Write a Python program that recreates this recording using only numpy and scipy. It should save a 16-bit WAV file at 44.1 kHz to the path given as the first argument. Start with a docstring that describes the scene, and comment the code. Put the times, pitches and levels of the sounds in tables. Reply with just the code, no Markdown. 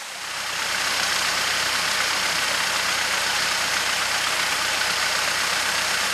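"""A four-cylinder diesel pump lifts floodwater through a hose that gushes into a woodland creek.
The engine is bursts of noise timed by the crank in a two-turn cycle, rung through its metal, over an exhaust drone.
The outflow is shaped noise with single drops, and bubbles and gulps that ring as decaying sines.
The pump fades in during the first second, while the soft sloshing of a muddy pool fades out.
Late on, the listener turns towards the outlet: its spray comes up and the engine's covers soften."""
import sys
import numpy as np
from scipy import signal
from scipy.fft import rfft, irfft
from scipy.io import wavfile

SR = 44100
rng = np.random.default_rng(int(sys.argv[2]) if len(sys.argv) > 2 else 0)


def master(y):
    """Save y as 16-bit WAV."""
    cut = np.clip(np.atleast_2d(y).T, -1, 1)
    pcm = np.round(cut * 32767)  # scale
    wavfile.write(sys.argv[1], SR, pcm.astype(np.int16))


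N = 270333
T = np.arange(N) / SR
HZ = np.fft.rfftfreq(N, 1 / SR)

CYCLE_HZ = 7.9454  # engine cycles per second, each of two turns
FIRST_FIRING = 0.184  # place in the cycle (0-1) of the first firing; the others follow at even steps
# Cylinders in firing order. Each row: level of the combustion rattle in dB, of the piston slap in dB,
# of the thud of the block in dB.
CYLINDERS = [(-30.5, -35, -44.5), (-33, -38, -37), (-32, -28.5, -55), (-30.5, -26.5, -44)]


def amp(db):
    """Decibels to gain."""
    return 10 ** (np.asarray(db) / 20)


def unit(x):
    """Scales to rms 1."""
    return x / np.sqrt(np.mean(x ** 2) + 1e-20)


def read(points):
    """A table over frequency, joined by straight lines on a log axis."""
    f, value = np.transpose(points)
    return np.interp(np.log(HZ + 1), np.log(f + 1), value)


def colour(x, gain):
    """Filters by a gain per frequency, to rms 1."""
    return unit(irfft(rfft(x) * gain, N))


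def wander(rate_hz):
    """Random drift of rms 1, with little movement faster than rate_hz."""
    return colour(rng.standard_normal(N), np.exp(-(HZ / rate_hz) ** 2))


def water(spectrum, level_db, drops_per_s, drop_share, churn_db):
    """A churning wash of noise with single drops of very uneven size in it."""
    size = amp(4 * np.minimum(rng.exponential(1, N), 4))
    falls = rng.random(N) < drops_per_s / SR
    drops = size * rng.choice([-1, 1], N) * falls
    wash = np.sqrt(1 - drop_share) * rng.standard_normal(N) + np.sqrt(drop_share) * unit(drops)
    churn = amp(churn_db * wander(51))
    return amp(level_db) * colour(wash * churn, amp(read(spectrum)))


def air_pockets(rows, decay_s, rise_s=0.0019, glide=0.73):
    """Air pockets ring in the water as decaying sines, rising a little in pitch."""
    out = np.zeros(N)
    for start, db, hz in rows:
        age = np.maximum(T - start, 0)
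        swell = (1 - np.exp(-age / rise_s)) * np.exp(-age / decay_s)
        out += amp(db) * swell * np.sin(2 * np.pi * hz * age * (1 + glide * age))
    return out


def pool():
    """Muddy pool close by: a soft wash of noise and a few ringing plops."""
    # Spectrum of the sloshing. Each row: frequency in Hz, relative density in dB per Hz.
    slosh = [(24, -57), (60, -25), (150, -18), (480, -16), (555, -6), (708, -11), (762, -9), (904, -5.5),
             (2340, -5.5), (3900, -9.5), (8090, -12), (13500, -26)]
    # Plops. Each row: start in seconds, level in dB, pitch in Hz.
    plop_rows = [(.018, -28, 820), (.1, -32, 760), (.155, -26, 695)]
    wash = water(slosh, level_db=-34.0, drops_per_s=1300, drop_share=0.062, churn_db=0.5)
    return wash + air_pockets(plop_rows, decay_s=0.008)


def orders(count=34, uneven_db=-69, pipe_hz=192, pipe_width_hz=20, pipe_lift_db=13):
    """Lines of the drone; uneven cylinders add odd multiples, which the pipe lifts near its resonance."""
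    # Main lines of the exhaust. Each row: multiple of the engine cycle, rms level in dB.
    main_lines = [(8, -56), (12, -53), (16, -63), (20, -68), (24, -60), (32, -57)]
    odd = np.arange(9, count, 2)
    near = 1 / (1 + (2 * (odd * CYCLE_HZ - pipe_hz) / pipe_width_hz) ** 2)
    lift_db = 10 * np.log10(1 + near * amp(pipe_lift_db) ** 2)
    return list(main_lines) + list(zip(odd, uneven_db + lift_db))


def exhaust(waver=0.03, wobble=0.002, puff_lag_s=0.0071):
    """Low orders of the engine cycle: a puff follows each firing; the crank's speed and load waver slightly."""
    turns = CYCLE_HZ * (T - puff_lag_s) - FIRST_FIRING + wobble * wander(2.7) / 2  # in engine cycles
    drone = np.zeros(N)
    for k, db in orders():
        # multiples of the firing rate stay in step with the firings, the others start anywhere
        uneven = round(k) % len(CYLINDERS) > 0
        phase = round(k) * turns + uneven * rng.random()
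        drone += amp(db) * np.sqrt(2) * np.cos(2 * np.pi * phase)
    return drone * (1 + waver * wander(3.6))


def engine_noise(memory=0.937):
    """Spectrum of a vibration that partly repeats every cycle, slowly forgetting its shape."""
    # Share of the power that repeats. Each row: frequency in Hz, share 0-1.
    repeat = [(160, 0), (210, 0.4), (350, 0), (700, 0.38), (1400, 0.12), (2300, 0), (4000, 0.12)]
    period = round(SR / CYCLE_HZ)
    cycles = rng.standard_normal((N // period + 1, period))
    for k in range(1, len(cycles)):
        cycles[k] = memory * cycles[k - 1] + np.sqrt(1 - memory ** 2) * cycles[k]
    share = read(repeat)
    repeating = np.sqrt(share) * rfft(cycles.ravel()[:N])
    return repeating + np.sqrt(1 - share) * rfft(rng.standard_normal(N))


def strokes(place, spread_db):
    """Seconds since the crank last passed a place in its cycle, and the uneven strength of that stroke."""
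    turns = CYCLE_HZ * T - place % 1 + 1
    strength = amp(spread_db * rng.standard_normal(int(CYCLE_HZ * T[-1]) + 2))
    return turns % 1 / CYCLE_HZ, strength[turns.astype(int)]


def firings():
    """Each cylinder's place in the cycle, with its rattle, slap and thud in dB."""
    return [(FIRST_FIRING + k / len(CYLINDERS), *levels) for k, levels in enumerate(CYLINDERS)]


def ringing(spectrum):
    """A band of vibration with its swells evened out, so that like blows ring alike; rms 1."""
    z = np.fft.ifft(spectrum, N)
    return unit(z.real / np.hypot(abs(z), np.std(z) / 2))


def blows():
    """The pump's knocks, and for every firing a piston slap on the liner, its rebound and a dull thud."""
    # Knocks once a cycle. Each row: place in the cycle 0-1, level in dB, centre in Hz,
    # width in octaves, decay in seconds.
    rows = list([(.01, -40, 214, .34, .0055), (.775, -44, 330, .4, .0029), (.183, -35.5, 1550, .1, .004),
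                 (.243, -35, 1510, .07, .005), (.683, -30, 2100, .25, .003), (.735, -31.5, 5000, .05, .003),
                 (.922, -28, 1850, .3, .004), (.935, -29, 3300, .4, .003)])
    slap_lead_s, rebound_s, rebound_db = 0.00176, 0.0036, -13  # slap before the firing, rebound after the slap
    thud_lag_s = 0.0051
    slap_ring = (1230, 0.17, 0.0025)  # Hz, octaves, decay in seconds
    thud_ring = (660, 0.44, 0.0085)
    for place, _, slap_db, thud_db in firings():
        slap = place - slap_lead_s * CYCLE_HZ
        rows += [(slap, slap_db, *slap_ring),
                 (slap + rebound_s * CYCLE_HZ, slap_db + rebound_db, *slap_ring),
                 (place + thud_lag_s * CYCLE_HZ, thud_db, *thud_ring)]
    return rows


def knocks(spread_db=0.4):
    """Short blows at fixed crank angles, each in its own register; low ones swell more slowly."""
    shake, out = engine_noise(), np.zeros(N)
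    for place, db, hz, octaves, decay_s in blows():
        age, strength = strokes(place, spread_db)
        band = np.exp(-.5 * (np.log2((HZ + 1) / hz) / octaves) ** 2)
        blow = (1 - np.exp(-np.pi * hz * age)) * np.exp(-age / decay_s)
        out += amp(db) * strength * blow * ringing(shake * band)
    return out


def combustion(spread_db=1.7, rise_s=0.0012, burn_s=0.014, grain_db=1.5):
    """Each firing shakes the block in a grainy burst; its three registers vary apart, so no two sound alike."""
    # Spectrum of the rattle. Each row: frequency in Hz, relative density in dB per Hz.
    rattle = [(300, -16), (900, -8.5), (1500, -17), (2200, -8), (2700, -2.5), (3150, -6.5), (3600, -3),
              (5100, -7), (7000, -11.5), (13000, -40)]
    shake, out = engine_noise() * amp(read(rattle)), np.zeros(N)
    register = np.digitize(HZ, [2400, 4000])  # borders in Hz
    for k in range(3):
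        force = np.zeros(N)
        for place, db, *_ in firings():
            age, strength = strokes(place, spread_db)
            burst = (1 - np.exp(-age / rise_s)) * np.exp(-np.square((age / burn_s) ** 2))
            force += amp(db) * strength * burst
        grain = unit(amp(grain_db * wander(80)))
        out += force * grain * irfft(shake * (register == k), N)
    return out / np.std(irfft(shake, N))


def whirr(level_db=-29.5):
    """Gears, fan and impeller run steadily between the blows."""
    # Spectrum of the whirr. Each row: frequency in Hz, relative density in dB per Hz.
    running = [(40, -46), (134, -39), (154, -2.5), (182, -5), (208, -5.5), (230, -13.5), (300, -8.5),
               (420, -7), (540, -0.5), (750, -5.5), (1150, -2), (2000, -3), (3100, -3.5), (3600, -3.5),
               (5100, -2), (5900, -8.5), (8600, -16.5), (13000, -21)]
    return amp(level_db) * unit(irfft(engine_noise() * amp(read(running)), N))


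def chatter(rise_s=0.0012, decay_s=0.0029, spread_db=0.3):
    """Every firing rings the covers one after another: a rapid, regular ticking."""
    # Covers. Each row: centre in Hz, width in Hz, level in dB, list of lags of its hits
    # after the firing in seconds (a negative lag comes before it).
    covers = [(1160, 190, -28.5, [-.002]), (1505, 70, -29.5, [.004]), (3100, 230, -24.7, [0, .0055]),
              (4400, 330, -31, [.0045])]
    shake, out = engine_noise(), np.zeros(N)
    for hz, width, db, lags in covers:
        ring = ringing(shake * np.exp(-2 * ((HZ - hz) / width) ** 2))
        for place in [row[0] + lag * CYCLE_HZ for row in firings() for lag in lags]:
            age, strength = strokes(place, spread_db)
            tick = (1 - np.exp(-age / rise_s)) * np.exp(-age / decay_s)
            out += amp(db) * strength * tick * ring
    return out


def metalwork(x, depth=1.72):
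    """Block, guards and pipework lift narrow bands and ring on after each blow (minimum phase)."""
    # Modes. Each row: frequency in Hz, width in Hz, strength in dB before depth scales the added power.
    modes = [(624, 22, 4), (862, 55, 6.6), (907, 18, 3.6), (1139, 89, 2.6), (1242, 119, 3.6),
             (1405, 50, 4.2), (1503, 40, 8.7), (1610, 91, 5.4), (1780, 70, 5.2), (1934, 60, 6.2),
             (2050, 103, 3.6), (2230, 75, 4.2), (2377, 29, 3.0), (2736, 77, 4.3), (2828, 25, 4.4),
             (3209, 24, 2.1), (4026, 18, 2.3), (4400, 74, 4.2), (4698, 19, 6.9), (4990, 150, 2.7),
             (5220, 90, 2.6), (5423, 28, 7.3), (5558, 40, 6.0), (6294, 25, 3.9), (6432, 18, 8.0),
             (6549, 107, 6.5), (6659, 26, 6.8), (6860, 119, 2.0), (7177, 26, 4.2), (7524, 53, 4.5),
             (7720, 60, 4.5), (8150, 100, 4), (8700, 150, 4), (10500, 40, 7), (11250, 40, 8)]
    power = 1 + depth * sum((amp(db) ** 2 - 1) / (1 + (2 * (HZ - hz) / width) ** 2) for hz, width, db in modes)
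    # folding the cepstrum onto positive times makes the ringing follow the blow
    cepstrum = irfft(.5 * np.log(power), N)
    causal = cepstrum * (1 + np.sign(np.fft.fftfreq(N)))
    return irfft(rfft(x) * np.exp(rfft(causal)), N)


def panels(x, ring_db=-9, decay_s=0.031, above_hz=3200):
    """Thin guards add countless small treble modes: a short, random, metallic tail."""
    tail = rng.standard_normal(N) * np.exp(-T / decay_s)
    ring = rfft(tail / np.linalg.norm(tail)) * (HZ / np.hypot(HZ, above_hz)) ** 2
    return irfft(rfft(x) * (1 + amp(ring_db) * ring), N)


def gush():
    """The jet from the hose strikes the creek: a broad, churning rush of noise and drops."""
    # Spectrum of the rush. Each row: frequency in Hz, relative density in dB per Hz.
    rush = [(20, 2), (45, -27), (115, -45), (270, -6), (420, -9.5), (560, -5), (1100, 3), (2500, 4.5),
            (3800, -2), (5200, -17), (6000, -1.5), (8600, -5.5), (11500, -11.5), (12400, -15.5),
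            (13800, -18.5)]
    return water(rush, level_db=-29.0, drops_per_s=2200, drop_share=0.045, churn_db=1.32)


def gurgles(level_db=-41.5, per_s=110, low_hz=680, high_hz=2400, ring_cycles=13, glide=0.037):
    """Air dragged under by the jet rings as bubbles of random loudness; the lower ones last longer."""
    draws, out = rng.random((1000, 3)), np.zeros(N)
    starts = np.cumsum(-np.log(1 - draws[:, 0])) / per_s
    for start, (_, pitch, softness) in zip(starts, draws):
        hz = low_hz * (high_hz / low_hz) ** pitch
        part = out[round(start * SR):][:SR // 8]
        cycles = hz * T[:len(part)]
        age = cycles / ring_cycles
        swell = (1 - np.exp(-cycles)) * np.exp(-age)
        part += amp(-12 * softness) * swell * np.sin(2 * np.pi * cycles * (1 + glide * age / 2))
    return amp(level_db) * unit(out)


def trunk_echoes(x, above_hz=5000):
    """Close echoes comb the treble of the water with narrow peaks and dips."""
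    # Wet trunks and the bank that throw back the hiss. Each row: delay in seconds, level in dB.
    trunks = [(.0023, -15), (.0041, -11), (.0069, -14), (.0113, -13), (.0172, -14)]
    echoes = sum(amp(db) * np.exp(-2j * np.pi * HZ * delay) for delay, db in trunks)
    return irfft(rfft(x) * (1 + echoes * (HZ / np.hypot(HZ, above_hz)) ** 2), N)


def hard_firings(rise_s=0.0019, decay_s=0.0072, size=4096):
    """Now and then a cylinder fires harder and clacks or rings above the clatter."""
    # Hard firings; narrow ones ring a single cover. Each row: start in seconds, level in dB,
    # centre in Hz, width in octaves.
    clacks = [(.745, -26.5, 1600, .2), (1.439, -22, 3070, .05), (1.468, -30, 2100, .2),
              (1.501, -25, 2100, 0.21), (1.534, -21, 3050, 0.1), (1.990, -28, 2150, .2),
              (2.381, -23, 2770, .2), (2.478, -26, 3120, .05), (2.541, -27, 1530, .05),
              (2.890, -24, 3140, .05), (3.108, -26, 2000, .3), (3.174, -30, 1520, .06),
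              (3.295, -21, 3120, .05), (3.415, -29, 1610, .07), (3.462, -29, 1510, .05),
              (3.765, -29, 2200, .4), (3.799, -23, 3100, 0.057), (3.894, -25, 1600, .5),
              (4.015, -26, 1400, 0.14), (4.241, -23, 3110, .04), (4.555, -23, 3180, .05),
              (4.812, -26.5, 1500, .04), (5.024, -25, 1690, 0.94), (5.438, -30, 1510, .05),
              (5.523, -24, 1700, 0.8), (5.682, -30, 1570, .05), (5.868, -25, 2100, .2),
              (5.940, -32, 1530, .05)]
    out, age, f = np.zeros(N), T[:size], np.fft.rfftfreq(size, 1 / SR)
    blow = (1 - np.exp(-age / rise_s)) * np.exp(-age / decay_s)
    for start, db, hz, octaves in clacks:
        band = np.exp(-.5 * (np.log2((f + 1) / hz) / octaves) ** 2)
        noise = irfft(rfft(rng.standard_normal(size)) * band, size)
        clack = unit(blow * noise) / unit(blow).max()
        part = out[round(start * SR):][:size]
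        part += amp(db) * blow.max() * clack[:len(part)]
    return out


def treble_drift(x):
    """Two bands of the treble swell and sink slowly, each on its own."""
    # Drift. Each row: time in seconds, level of the hiss in dB, level of the thin ring above it in dB.
    drift = [(.8, 0, 0), (1.1, .9, .5), (1.7, .6, -1.2), (2.1, 1.1, .2), (2.5, .3, -1.1), (3.15, -.5, .5),
             (3.4, 1.3, 0), (3.7, 0, 1.2), (4.3, -.9, -2.2), (4.7, -.2, -.8), (5.1, 1.4, 0), (5.4, 0, 0)]
    # Hiss, then ring. Each row: centre in Hz, half width in Hz.
    bands = [(4700, 1100), (6550, 400)]
    times, *levels = np.transpose(drift)
    out = x
    for (hz, width), db in zip(bands, levels):
        band = irfft(rfft(x) * np.exp(-np.square(((HZ - hz) / width) ** 2)), N)
        out = out + (amp(np.interp(T, times, db)) - 1) * band
    return out


def gulps():
    """Large air pockets burst under the jet, each a short ringing gulp."""
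    # Gulps. Each row: start in seconds, level in dB, pitch in Hz.
    bursts = [(1.437, -27, 600), (2.295, -22, 640), (2.511, -21, 580), (2.715, -26, 640), (2.759, -24, 590),
              (2.814, -25, 673), (5.274, -23, 600), (5.519, -25.5, 550), (5.742, -25, 630)]
    return air_pockets(bursts, decay_s=0.0084)


def spray():
    """Fine spray at the outlet: a thin, bright hiss of noise and drops."""
    # Spectrum of the spray. Each row: frequency in Hz, relative density in dB per Hz.
    mist = [(2000, -25), (5500, -3), (8500, 2), (11000, -9), (13800, -12)]
    return water(mist, level_db=-41, drops_per_s=3100, drop_share=0.06, churn_db=2.0)


def scene():
    """The pool gives way to the pump and its outflow; both channels carry the same sound."""
    fade_start_s, fade_s, fade_curve = 0.019, 0.89, 0.82  # a curve under 1 lets the pump swell early
    turn_s, turn_length_s = 4.9, 0.58  # the listener turns towards the outlet
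    turned_db = -2.5  # the covers sound softer once the listener has turned away
    fade = np.clip((T - fade_start_s) / fade_s, 0, 1) ** fade_curve
    facing = np.clip((T - turn_s) / turn_length_s, 0, 1)
    block = metalwork(knocks() + hard_firings() + combustion() + whirr())
    engine = exhaust() + panels(block + amp(turned_db * facing) * chatter())
    outflow = gush() + gurgles() + gulps()
    pump = treble_drift(engine + trunk_echoes(outflow + facing * spray()))
    return np.tile(fade * pump + (1 - fade) * pool(), (2, 1))


def record(dry, low_hz=40, cut_hz=13900):
    """The microphone drops the deepest rumble; then a steep band limit takes the top."""
    low_cut = signal.butter(4, low_hz, "highpass", fs=SR, output="sos")
    thinned = signal.sosfilt(low_cut, dry)
    high_cut = signal.firwin(1023, cut_hz, window=("kaiser", 9), fs=SR)
    return signal.oaconvolve(thinned, high_cut[None], "same", axes=1)


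dry = scene()
out = record(dry)
master(out)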